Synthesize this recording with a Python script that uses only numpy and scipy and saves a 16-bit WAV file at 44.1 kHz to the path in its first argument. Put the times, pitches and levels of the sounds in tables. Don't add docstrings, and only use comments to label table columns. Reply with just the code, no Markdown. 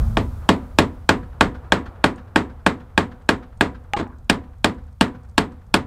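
import sys
import numpy as np
from scipy import signal
from scipy.fft import rfft, irfft, next_fast_len
from scipy.io import wavfile
from scipy.ndimage import map_coordinates

SR = 44100
rng = np.random.default_rng(int(sys.argv[2]) if len(sys.argv) > 2 else 0)


def amplitude_ratio(level_db):
    exponent = np.asarray(level_db, float) / 20
    return 10 ** exponent


def materialize(psi):
    bounded = np.clip(np.atleast_2d(psi).T, -1, 1)
    quanta = np.round(bounded * 32767).astype(np.int16)
    wavfile.write(sys.argv[1], SR, quanta)


N = 258426
LEAD = 0.005


def unit(x):
    return x / np.sqrt(np.mean(x ** 2) + 1e-20)


def scaled(x, t, length):
    return x / np.sqrt(np.mean(x[(t > 0) & (t < length)] ** 2))


def along(points, hz):
    f, v = np.transpose(points)
    return np.interp(np.log(hz + 1), np.log(f + 1), v)


def fade(t, t60):
    return amplitude_ratio(-60 * t / t60)


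def sine(hz, t):
    return np.sin(2 * np.pi * hz * t)


def wobble(rate):
    knots = rng.standard_normal(int(N * rate / SR) + 4)
    return map_coordinates(knots, [np.arange(N) * rate / SR])


def filtered(x, response):
    m = next_fast_len(len(x) + 4096)
    return irfft(rfft(x, m) * response(np.fft.rfftfreq(m, 1 / SR)), m)[:len(x)]


def noise(spectrum, size):
    return unit(filtered(rng.standard_normal(size), lambda hz: amplitude_ratio(along(spectrum, hz))))


def add(track, s, sound):
    part = track[round(s * SR):][:len(sound)]
    part += sound[:len(part)]


# (frequency [Hz], level [dB per Hz])
WIND = [(12, -39), (20, -16), (75, -5.5), (103, -14), (136, -19), (173, -30), (220, -25), (290, -59.5),
        (480, -120)]
# (time [s], level over the breeze [dB], spread [s])
GUSTS = [
    (0, 13, 0.3),
    (1.19, 3.5, 0.046),
    (1.501, 4.5, 0.087),
    (1.859, 4.5, 0.079),
    (5.86, 6, .15),
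]
# (frequency [Hz], level [dB per Hz])
TRAFFIC = [(150, -9.5), (300, 3.5), (500, 4.5), (800, 2), (1350, 0), (1800, -10.5), (3000, -21.5),
           (5000, -34), (7000, -56)]
# (time [s], level [dB])
ROAD = [(0, -40), (.25, -50), (.45, -47.5), (1, -57.5), (1.2, -56), (1.5, -51), (1.86, -47.5), (2.4, -55),
        (3.5, -59), (4.3, -58.5), (4.9, -69), (5.3, -60), (5.56, -65.5), (5.86, -57.5)]
# (frequency [Hz], level [dB per Hz])
HISS = [(1470, -26.5), (2500, 0.5), (2860, -17.5), (3090, -0.5), (15100, -5), (16300, -10)]


def background():
    t = np.arange(N) / SR
    gain_db = 20.5 * np.exp(-t / 0.82)
    gust_db = sum(db * np.exp(-((t - s) / spread) ** 2) for s, db, spread in GUSTS)
    wind = amplitude_ratio(-40 + 0.52 * gain_db + gust_db + 0.51 * wobble(4.5)) * noise(WIND, size=N)
    road_db = np.interp(t, *np.transpose(ROAD))
    traffic = amplitude_ratio(road_db + 1.4 * wobble(25)) * noise(TRAFFIC, size=N)
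    hiss = amplitude_ratio(-74.5 + gain_db) * noise(HISS, size=N)
    return wind + traffic + hiss


def contact(t, width):
    dive = np.exp(-(t / width) ** 2)
    recoil = np.exp(-((t - 3 * width) / (3 * width)) ** 2) / 3
    return recoil - dive


def peak(f, centre_hz, width_hz):
    return 1j * f * width_hz / (centre_hz ** 2 - f * f + 1j * f * width_hz)


# (frequency [Hz], width [Hz], level [dB])
PLANKS = [(190, 37, 11), (413, 96, -7), (591.6, 45, 2.5), (934.5, 13, -4), (1050, 91, -1), (1461, 34, 8),
          (1664, 87, 5), (2070, 46, -6), (2460, 120, 0), (2820, 150, 0.5), (3300, 410, -3),
          (3770, 310, -5.5), (4850, 140, -16)]


def planks(f, scatter):
    total = 0
    for k, ((hz, width, db), u) in enumerate(zip(PLANKS, scatter)):
        total = total + (-1) ** k * amplitude_ratio(db + 4.5 * u) * peak(f, hz, width)
    return total


# (delay [s], level [dB])
REBOUNDS = [
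    (0, 0),
    (.00125, -4),
    (.00245, -6),
    (.00305, -7),
]
# (delay [s], level [dB], pulse width [s])
PATHS = [
    (0, 1, 0.0001),
    (.00437, -1, 0.00029),
    (.0086, -6, .0002),
]


def knock(t, reach_db):
    path_shifts = 0.00006 * rng.standard_normal(len(PATHS))
    push = 0
    for delay, db in REBOUNDS:
        late, louder = rng.standard_normal(2)
        delay = delay + 0.00004 * late * (delay > 0)
        db = db + 1.5 * louder + (0.5 + 0.2 * reach_db) * (delay > 0)
        for (path_s, path_db, width), shift in zip(PATHS, path_shifts):
            arrival = delay + path_s + shift * (path_s > 0)
            push = push + amplitude_ratio(db + path_db) * contact(t - arrival, width)
    strike = contact(t, 0.0001) + amplitude_ratio(-8) * contact(t - PATHS[1][0], 0.0002)
    scatter = rng.standard_normal(len(PLANKS))
    ring = filtered(strike, lambda f: planks(f, scatter))
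    return scaled(scaled(push, t, 0.01) + amplitude_ratio(-1) * scaled(ring, t, 0.01), t, 0.01)


def voiced(f, reach_db):
    clang = 1 + (amplitude_ratio(0.23 * reach_db) - 1) * peak(f, 1530, 700)
    thud = 1 + (amplitude_ratio(-0.14 * reach_db) - 1) * peak(f, 580, 250)
    return clang * thud


# (frequency [Hz], level [dB per Hz])
RATTLE = [(100, -9.5), (300, -0.5), (560, -9.5), (800, -9.5), (1100, -7), (1400, -14), (1800, -12.5),
          (2630, -21.5), (3860, -23.5), (6000, -37), (8000, -34), (9500, -47), (10200, -52), (16000, -58.5)]
# (frequency [Hz], time to fall 60 dB [s])
RATTLE_T60 = [(100, 0.47), (260, 0.26), (700, 0.19), (1800, 0.19), (4800, 0.15), (13000, 0.19)]


def rattle(t):
    hz, frames, z = signal.stft(noise(RATTLE, size=len(t)), SR, nperseg=256)
    z = z * fade(np.maximum(frames - LEAD, 0), along(RATTLE_T60, hz)[:, None])
    return signal.istft(z, SR, nperseg=256)[1][:len(t)]


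# (frequency [Hz], level [dB per Hz])
CRACK = [(1500, -41), (2500, 1.5), (3960, -0.5), (5000, -5.5), (6310, -16), (8500, -11.5), (10800, -22.5),
         (13800, -29), (16400, -33.5)]


def crack(t, steel):
    bursts = amplitude_ratio(-15) * fade(np.abs(t), 0.011)
    for path_s, db, _ in PATHS:
        grass_db = -3 * (path_s > 0)
        t60 = np.where(t < path_s, 0.002, 0.012)
        bursts = bursts + amplitude_ratio(1.6 * db + grass_db) * fade(np.abs(t - path_s), t60)
    return scaled(bursts * (0.45 * steel + 0.55 * noise(CRACK, size=len(t))), t, 0.01)


def sizzle(t):
    grit_db = 4.5 * np.interp(t - t[0], np.arange(len(t)) / 370, rng.standard_normal(len(t)))
    return amplitude_ratio(grit_db) * fade(np.maximum(t, 0), 0.12) * noise(CRACK, size=len(t)) * (t > 0)


# (frequency [Hz], level [dB], time to fall 60 dB [s])
SHED = [(91.4, -7.5, 0.37), (164.8, -1, 0.12), (200.1, -4.5, 0.24), (219.8, -7.5, 0.26), (244, -7, 0.43),
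        (269.4, -3.5, 0.31), (308.7, 3, 0.1), (428, -2, 0.15), (669, 0.5, 0.1), (761, -22.5, 0.1),
        (896, -11, 0.2), (947, -22.5, .2), (987, -18, 0.37)]


def walls(t, scatter):
    ring = sum(amplitude_ratio(db + 0.21 * u) * fade(t, t60) * sine(hz, t) for (hz, db, t60), u in zip(SHED, scatter))
    return -ring * (1 - np.exp(-t / 0.015))


# (frequency [Hz], level against the knock [dB], time to fall 60 dB [s])
LADDER = [(248, -27, .6), (470, -33, .5), (494, -26.5, .6), (516, -30, .5), (733, -35, .55), (746, -31, .6),
          (870, -24, .2), (985, -22, .22)]


def ladder(t, reach_db):
    ring = 0
    for hz, db, t60 in LADDER:
        u = rng.standard_normal()
        ring = ring + amplitude_ratio(db + 1.7 * u) * fade(t, t60) * sine(hz * (1 + 0.003 * u), t)
    swell = 1 - np.exp(-t / 0.02)
    return amplitude_ratio(0.1 + 0.36 * reach_db) * ring * swell * np.clip((t[-1] - t) / 0.05, 0, 1)


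# (frequency [Hz], level [dB per Hz])
YARD = [(100, -11.5), (300, -3), (900, 4.5), (1600, -3.5), (2200, -10.5), (4000, -20), (8000, -39),
        (16000, -58)]


def yard(after):
    return fade(after, 0.99) * noise(YARD, size=len(after)) * (1 - np.exp(-after / 0.015))


# (delay [s], time to fall 60 dB [s], level [dB], level per dB of reach [dB])
ECHOES = [
    (0.133, 0.11, -30.5, 1.22),
    (0.231, 0.059, -35, 0.4),
]
# (frequency [Hz], level [dB per Hz])
FAR = [(200, -19), (700, -8.5), (1150, 1), (1550, 4), (2000, -9.5), (4000, -18), (8000, -33.5),
       (16000, -45)]


def echoes(t, reach_db):
    level = 0
    for delay, t60, db, per_reach in ECHOES:
        attack = np.clip((t - delay) / 0.01, 0, 1)
        level = level + amplitude_ratio(db + per_reach * reach_db) * attack * fade(np.maximum(t - delay, 0), t60)
    return level * noise(FAR, size=len(t))


# (time [s], knock [dB], steel against it [dB], reach toward the far buildings against it [dB])
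BLOWS = [(0.1709, -15, -13, -25.5), (0.4906, -9, -9, -19.5), (0.787, -8, -8, -11), (1.0917, -9, -7.5, -1.5),
         (1.4095, -9, -10.5, 2.5), (1.7218, -10, -11.5, 6.5), (2.0415, -10.5, -9.5, 2.5),
         (2.3598, -10.5, -12, -1), (2.6643, -11.5, -11, 1), (2.9777, -11.5, -10.5, 2),
         (3.2906, -11.5, -8, 1.5), (3.6099, -11.5, -10.5, 1.5), (4.2982, -12, -3.5, -4.5),
         (4.6447, -12, -6, -4), (5.0105, -11.5, -5.5, -0.5), (5.38, -11.5, -4.5, -5),
         (5.7417, -11.5, -2.5, -0.5)]


def hammer():
    track = np.zeros(N)
    t = np.arange(SR * 2 // 5) / SR - LEAD
    after = np.maximum(t, 0)
    usual = rattle(t)
    steel = noise(CRACK, size=len(t))
    for s, db, steel_db, reach_db in BLOWS:
        shake = amplitude_ratio(-7.5) * (1.51 * usual + 1.17 * rattle(t)) * (1 - np.exp(-after / 0.0005))
        blow = filtered(amplitude_ratio(1.68) * knock(t, reach_db) + shake, lambda f: voiced(f, reach_db))
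        blow += amplitude_ratio(steel_db - 1.3) * crack(t, steel)
        boom = scaled(walls(after, rng.standard_normal(len(SHED))), t, 0.056)
        blow += amplitude_ratio(-15 - 0.23 * reach_db) * boom
        blow += ladder(after, reach_db)
        blow += amplitude_ratio(steel_db - 11) * sizzle(t)
        blow += amplitude_ratio(-35.5) * yard(after)
        blow += echoes(t, reach_db)
        add(track, s - LEAD, amplitude_ratio(db) * blow)
    return filtered(track, lambda hz: 1j * hz / (70 + 1j * hz))


# (time [s], peak level [dB])
TICKS = [(2.159, -49), (3.2212, -57.5), (3.261, -60), (3.5734, -51), (3.838, -59), (4.075, -55),
         (4.185, -54), (4.2443, -57), (4.583, -59), (4.632, -57), (4.745, -55), (4.8394, -59),
         (4.8677, -58.5), (4.9272, -57.5), (5.2335, -54.5), (5.25, -58.5), (5.2883, -54), (5.296, -54),
         (5.313, -57.5), (5.521, -53.5), (5.666, -57)]
# (frequency [Hz], level [dB])
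TICK_RINGS = [(6700, -2), (8300, -0.5)]


def ticks():
    track, t = np.zeros(N), np.arange(SR // 25) / SR
    colour = [(1000, -29), (4000, 12), (8500, 15.5), (12000, -7.5)]
    for s, db in TICKS:
        grain = amplitude_ratio(-7.5) * fade(t, 0.03) * noise(colour, size=len(t))
        ring = sum(amplitude_ratio(level) * sine(hz, t) for hz, level in TICK_RINGS)
        ring = amplitude_ratio(-25.5 + 2.5 * (db + 55)) * fade(t, 0.07) * ring
        add(track, s, amplitude_ratio(db) * (grain + ring))
    return track


# (time [s], tick [dB], twang [dB], twang length [s])
GLANCE = (3.9353, -7, -15, .028)
# (frequency [Hz], level [dB])
TWANG = [(818, 0), (1220, -15), (1650, -26), (2850, -26)]


def skid():
    track, t = np.zeros(N), np.arange(SR // 3) / SR
    s, tick_db, twang_db, length = GLANCE
    tick = 0.3 * contact(t - 0.0002, 0.0001) - np.exp(-((t - 0.0007) / 0.00011) ** 2)
    colour = [(1500, 2.5), (3700, 4), (5500, -13), (9000, -14.5), (16000, -42)]
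    scrape = amplitude_ratio(-13) * fade(t, 0.0063) * noise(colour, size=len(t))
    swell = np.sin(np.pi * np.clip(t / length, 0, 1) ** 0.5)
    twang = sum(amplitude_ratio(db) * sine(hz, t) for hz, db in TWANG) + amplitude_ratio(-22) * noise(RATTLE, size=len(t))
    add(track, s, amplitude_ratio(tick_db) * tick + scrape + amplitude_ratio(twang_db) * swell * twang)
    return track


def slap():
    since = np.maximum(np.arange(N) / SR - 3.963, 0)
    late = np.maximum(since - 0.036, 0)
    flap = noise(RATTLE, size=N)
    low = filtered(flap, lambda hz: 1 / (1 + (hz / 1487) ** 2))
    flap = fade(late, 0.26) * low + fade(late, 0.11) * (flap - low)
    track = amplitude_ratio(-24.5 + 1.9 * wobble(200)) * np.clip(since / 0.0037, 0, 1) * flap
    boom = unit(walls(np.arange(SR // 3) / SR, np.zeros(len(SHED))))
    add(track, 3.985, amplitude_ratio(-35.5) * boom)
    return track


def glancing_blow():
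    track = skid() + slap()
    delayed = np.roll(track, round(ECHOES[0][0] * SR))
    return track + amplitude_ratio(-23) * filtered(delayed, lambda hz: amplitude_ratio(along(FAR, hz)))


def scene():
    return (background() + hammer() + ticks() + glancing_blow())[None]


def top_cut(x):
    return signal.sosfilt(signal.butter(12, 16480, fs=SR, output="sos"), x)


def record(dry):
    clipped = dry / (1 + np.abs(dry) ** 16) ** (1 / 16)
    limited = filtered(clipped[0], lambda hz: 1 / (1 + (hz / 15900) ** 60))
    finished = np.clip(limited, -1, 1)[None]
    return top_cut(finished)


dry = scene()
out = record(dry)
materialize(out)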